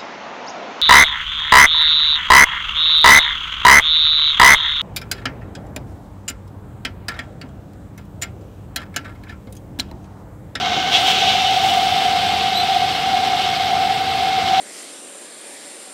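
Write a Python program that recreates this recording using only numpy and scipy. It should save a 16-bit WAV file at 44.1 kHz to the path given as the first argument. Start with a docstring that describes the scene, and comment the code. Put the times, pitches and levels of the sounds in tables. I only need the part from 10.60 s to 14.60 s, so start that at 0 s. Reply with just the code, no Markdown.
"""An open field, where a combine harvester unloads grain into a steel trailer.
Up front is the loud, wavering howl of the running machinery: a whine in a rough resonant band.
A six-cylinder diesel clatters underneath. After a soft thump the grain hits the bare trailer floor,
thousands of tiny impacts that dull to a hiss as a heap builds up. Metal rubs on metal in one squeak."""
import sys
import numpy as np
from scipy import signal
from scipy.fft import rfft, irfft
from scipy.io import wavfile
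from scipy.ndimage import uniform_filter1d

SR = 44100
rng = np.random.default_rng(int(sys.argv[2]) if len(sys.argv) > 2 else 0)


def file_out(sig):
    """Save sig as 16-bit WAV at sys.argv[1]."""
    # one column per channel
    cols = np.atleast_2d(sig).T
    # limit, then scale
    lim = np.clip(cols, -1, 1)
    pcm = np.round(lim * 32767).astype(np.int16)
    wavfile.write(sys.argv[1], SR, pcm)


N = 176400
TIME = np.arange(N) / SR

# fader on the howl's whines and rough band: t/s, gain/dB
HOWL_FADER = [(0, -21), (.3, -21.5), (.38, -19), (.49, -18.5), (.53, -25), (.59, -17.5), (.72, -19),
              (.95, -17.5), (1.15, -18), (1.32, -18.5), (1.44, -18), (1.56, -16), (1.61, -25.5),
              (1.66, -16.5), (1.78, -21), (1.98, -20), (2.1, -18.5), (2.23, -17), (2.27, -21),
              (2.48, -20.5), (2.55, -17), (2.85, -21), (2.97, -23), (3.12, -18.5), (3.25, -18.5),
              (3.48, -22.5), (3.57, -20.5), (3.72, -21), (3.85, -23), (4, -18)]
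# shape of the rough band round the whine: f/Hz, relative level/dB
HOWL_BAND = [(300, -68), (560, -33), (650, -21), (675, -10), (690, -7), (722, 3.5), (755, -2), (788, -3),
             (810, -11.5), (860, -16), (920, -43), (1050, -52)]
# pitch of the main whine: t/s, f/Hz
WHINE_PITCH = [(0, 758), (.4, 766.4), (1.1, 766.1), (1.45, 767.2), (2.5, 766), (2.7, 765), (3.55, 765.4),
               (3.85, 763.3), (4, 764)]
# clean tones in the howl: offset from the main whine/Hz, relative level/dB
WHINES = [(0, -3), (-52.5, -13), (58, -18.5), (83.5, -21.5)]
# how far those tones stand out of the howl: t/s, gain/dB
WHINE_FOCUS = [(0, -3.5), (.3, -4.5), (.45, -1.5), (1, 1), (1.4, -1.5), (2.05, 0.5), (2.4, -2), (2.7, 1),
               (3.1, 0.5), (3.4, -2), (3.9, 5)]
# the whine's octave: t/s, level/dB
OCTAVE_LEVEL = [(0, -45), (.33, -33.5), (.44, -38), (.59, -34.5), (.9, -50), (4, -51)]

# Each grain layer has a fader (t/s, gain/dB) and a spectrum (f/Hz, level/dB per Hz).
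# bright hits on bare steel
STEEL_FADER = [(0, -13), (.17, -6), (.3, -10.5), (.325, -1), (.355, 4), (.41, -5.5), (.5, -0.5), (.8, -2.5),
               (1.1, -6.5), (1.5, -11), (2.2, -12), (2.75, -18), (2.85, -7.5), (2.95, -26), (3.8, -32),
               (3.96, -9)]
STEEL_SPECTRUM = [(40, -100), (200, -70), (500, -63), (1100, -69), (1850, -66), (2300, -57.5),
                  (2550, -54.5), (2950, -48.5), (3600, -50.5), (4500, -62), (6000, -65), (8000, -79),
                  (9000, -91), (15500, -90)]
# softer hiss on the growing heap
HEAP_FADER = [(0, -8), (.29, -15), (.33, 0.5), (.5, -2), (.8, -0.5), (1.1, -1.5), (1.4, .5), (2, 0),
              (2.8, -0.5), (3.2, -1), (4, -1)]
HEAP_SPECTRUM = [(100, -105), (1000, -77.5), (2600, -62.5), (3800, -62.5), (5200, -68.5), (6500, -91),
                 (7400, -81), (8050, -76.5), (8900, -85), (10000, -86.5), (11500, -85), (13000, -88),
                 (14300, -95), (15700, -94)]
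# stray kernels ticking off the near wall
STRAY_FADER = [(0, -27), (.29, -8), (.33, -6), (.5, 3), (.6, -7.5), (1, -5), (1.06, 1), (1.25, -3.5),
               (2, -18), (4, -17)]
STRAY_SPECTRUM = [(1500, -100), (5000, -80), (8000, -75.5), (10000, -84.5), (15500, -84)]

# engine speed: t/s, four-stroke cycle rate/Hz
ENGINE_SPEED = [(0, 13.912), (.6, 13.9), (1.6, 13.9), (2.1, 13.887), (3, 13.888), (4, 13.877)]
# exhaust, shaft and gear tones: multiple of the cycle rate, level/dB
ENGINE_TONES = [(4, -56), (6, -45.5), (7, -51.5), (10, -51), (33, -52), (34, -52), (86, -49.5), (94, -49),
                (99, -50.5), (112, -48.5), (145, -53), (150, -49), (156, -45)]
# knocks that return every cycle: f/Hz, level/dB per Hz
KNOCK_SPECTRUM = [(30, -100), (60, -105), (130, -65), (450, -68.5), (900, -67), (1300, -64.5), (1450, -67),
                  (1530, -61), (1650, -73.5), (1950, -82), (2170, -54.5), (2380, -82.5), (3100, -68),
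                  (4500, -72.5), (8000, -119)]
# combustion rattle: f/Hz, level/dB per Hz
RATTLE_SPECTRUM = [(100, -105), (500, -82), (1000, -68), (1550, -65), (1900, -69), (2500, -67),
                   (3100, -59.5), (3900, -62.5), (4700, -72), (5700, -71), (7300, -81.5), (8700, -98),
                   (15500, -117)]
# fader on knocks and rattle together: t/s, gain/dB
CLATTER_FADER = [(0, 1.5), (.8, -1), (1.5, 0), (2.2, -2), (2.9, 0), (3.4, -3), (4, 1)]
# rumble of belts, sieves and panels: f/Hz, level/dB per Hz
RUMBLE_SPECTRUM = [(10, -84), (32, -90), (45, -75), (70, -70), (90, -61), (220, -58.5), (290, -63.5),
                   (460, -60.5), (540, -67.5), (1000, -70), (2000, -71), (6000, -122)]
# colour of the soft thump: f/Hz, relative level/dB
THUMP_SPECTRUM = [(35, -45), (90, -18), (200, 1), (420, 2), (700, -17), (2000, -22), (8000, -57)]
# early reflections off the trailer walls: delay/s, gain
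WALL_ECHOES = [(.0031, 0.26), (.0068, 0.26), (0.0114, 0.26)]


def howl(rough_db=-3, whine_flutter=.13, octave_flutter=.81):
    """Running machinery: a whine and side tones swell with a rough band; an octave flickers on top."""
    band = colour(rng.standard_normal(N), HOWL_BAND)
    band_rms = np.sqrt(uniform_filter1d(band ** 2, int(.13 * SR)))
    body = from_db(rough_db) * band / band_rms  # ironing out slow swells leaves the roughness
    turns = np.cumsum(in_time(WHINE_PITCH)) / SR
    for offset_hz, db in WHINES:
        phase = 2 * np.pi * (turns + offset_hz * TIME + rng.random()) + .19 * drift(1.5)
        whine = sine(phase, db + in_time(WHINE_FOCUS))
        body += whine * (1 + whine_flutter * drift(15))
    octave = sine(2 * np.pi * 2 * turns, in_time(OCTAVE_LEVEL))
    octave *= 1 + octave_flutter * drift(25)
    return from_db(in_time(HOWL_FADER)) * body + octave


def grain(kernels_per_s=14000, strays_per_s=2600, surge_db=.84):
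    """The surging stream lands on steel at first, then more and more on grain; stray kernels ricochet."""
    on_steel = kernels(STEEL_FADER, STEEL_SPECTRUM, kernels_per_s)
    on_heap = kernels(HEAP_FADER, HEAP_SPECTRUM, kernels_per_s)
    surge = from_db(surge_db * drift(12))
    strays = kernels(STRAY_FADER, STRAY_SPECTRUM, strays_per_s)
    return trailer_walls(surge * (on_steel + on_heap) + strays)


def kernels(fader, spectrum, per_s, spread_db=2.5):
    """A patter of tiny impacts of uneven size, coloured by the surface they hit."""
    sizes = from_db(spread_db * np.minimum(rng.exponential(1, N), 5))
    polarity = rng.choice([-1, 1], N)
    hits = rng.random(N) < per_s / SR
    return from_db(in_time(fader)) * colour(sizes * polarity * hits, spectrum)


def diesel(cylinders=6, imbalance_db=1.4, firing_depth=.18, tone_waver=.36):
    """Knocks and rattle pulse with each firing, over wavering exhaust, shaft and gear tones."""
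    cycles = np.cumsum(in_time(ENGINE_SPEED)) / SR
    firings = cycles * cylinders
    knocks = knock_loop(cycles)
    punch = from_db(imbalance_db * rms_one(rng.standard_normal(cylinders)))  # one per cylinder
    accent = np.interp(firings, np.arange(cylinders), punch / punch.mean(), period=cylinders)
    pulse = accent * (1 + firing_depth * np.cos(2 * np.pi * firings))
    rattle = trailer_walls(colour(rng.standard_normal(N), RATTLE_SPECTRUM))
    clatter = from_db(in_time(CLATTER_FADER)) * pulse * (knocks + rattle)
    tones = np.zeros(N)
    for multiple, db in ENGINE_TONES:
        phase = 2 * np.pi * (multiple * cycles + rng.random())
        tones += sine(phase, db) * (1 + tone_waver * drift(5.6))
    return clatter + tones


def knock_loop(cycles, size=8192, top_hz=15750):
    """The diesel's knocks: one cycle of coloured noise, looped in step with the engine."""
    cycle_hz = ENGINE_SPEED[1][1]
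    hz = np.arange(size // 2 + 1) * cycle_hz
    harmonics = from_db(at_hz(KNOCK_SPECTRUM, hz)) * np.exp(2j * np.pi * rng.random(len(hz)))
    one_cycle = irfft(harmonics * (hz < top_hz)) * size * np.sqrt(cycle_hz / 2)
    return np.interp(cycles * size, np.arange(size), one_cycle, period=size)


def squeak(start_s=1.932, length_s=.099, start_hz=3690, rise_hz=433, rise_s=.049, jitter=.0199, rasp=.53):
    """Metal rubs on metal: a raspy tone bends up and levels off, its overtones opening as it swells."""
    age = np.clip(TIME - start_s, 0, length_s)
    swell = np.sqrt(np.abs(np.sin(np.pi * age / length_s)))
    hz = start_hz + rise_hz * (1 - np.exp(-age / rise_s))
    hz *= 1 + jitter * drift(510)
    phase = 2 * np.pi * np.cumsum(hz) / SR
    tone = sum(swell ** (2 * k - 1) * sine(k * phase, db) for k, db in enumerate([-24, -45.5, -43], 1))
    return tone * (1 + rasp * drift(200))


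def thump(start_s=.166, t60_s=.17, gain_db=-51):
    """One dull knock, a fast-dying burst of noise just before the main stream lands."""
    age = TIME - start_s
    decay = (age > 0) * from_db(gain_db - 60 * np.abs(age) / t60_s)
    return decay * colour(rng.standard_normal(N), THUMP_SPECTRUM)


def rumble():
    """Belts, sieves and panels lay down a steady bed of low noise."""
    return colour(rng.standard_normal(N), RUMBLE_SPECTRUM)


def trailer_walls(x, sway_s=.00012):
    """Add short wall reflections; their delays drift a little, giving a slow phasing."""
    return x + sum(gain * np.interp(TIME - delay - sway_s * drift(.75), TIME, x, left=0)
                   for delay, gain in WALL_ECHOES)


def from_db(db):
    """Decibels to gain."""
    return 10 ** (np.asarray(db) / 20)


def sine(phase, db):
    """A pure tone at an rms level in dB."""
    return from_db(db) * np.sqrt(2) * np.sin(phase)


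def rms_one(x):
    """Scale to unit rms."""
    return x / np.sqrt(np.mean(x ** 2) + 1e-20)


def in_time(rows):
    """An automation curve: straight lines through rows of t/s, value."""
    return np.interp(TIME, *np.transpose(rows))


def at_hz(spectrum, hz):
    """Read a spectrum's dB on a log-frequency axis."""
    f, db = np.transpose(spectrum)
    return np.interp(np.log(np.maximum(hz, 1)), np.log(f), db)


def colour(x, spectrum):
    """EQ a white signal to a spectrum in dB per Hz."""
    hz = np.arange(N // 2 + 1) * SR / N
    return irfft(rfft(rms_one(x)) * from_db(at_hz(spectrum, hz)) * np.sqrt(SR / 2), N)


def drift(rate_hz):
    """Random modulation of unit rms, mostly slower than rate_hz."""
    hz = np.arange(N // 2 + 1) * SR / N
    return rms_one(irfft(rfft(rng.standard_normal(N)) / (1 + (hz / rate_hz) ** 2), N))


def scene():
    """Machine and grain, close by in the open air, mixed to mono."""
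    return (diesel() + rumble() + howl() + grain() + thump() + squeak())[None]


def record(dry):
    """A steep high cut takes off the very top."""
    high_cut = signal.ellip(12, .1, 90, 15750, fs=SR, output="sos")
    return signal.sosfilt(high_cut, dry)


dry = scene()
out = record(dry)
file_out(out)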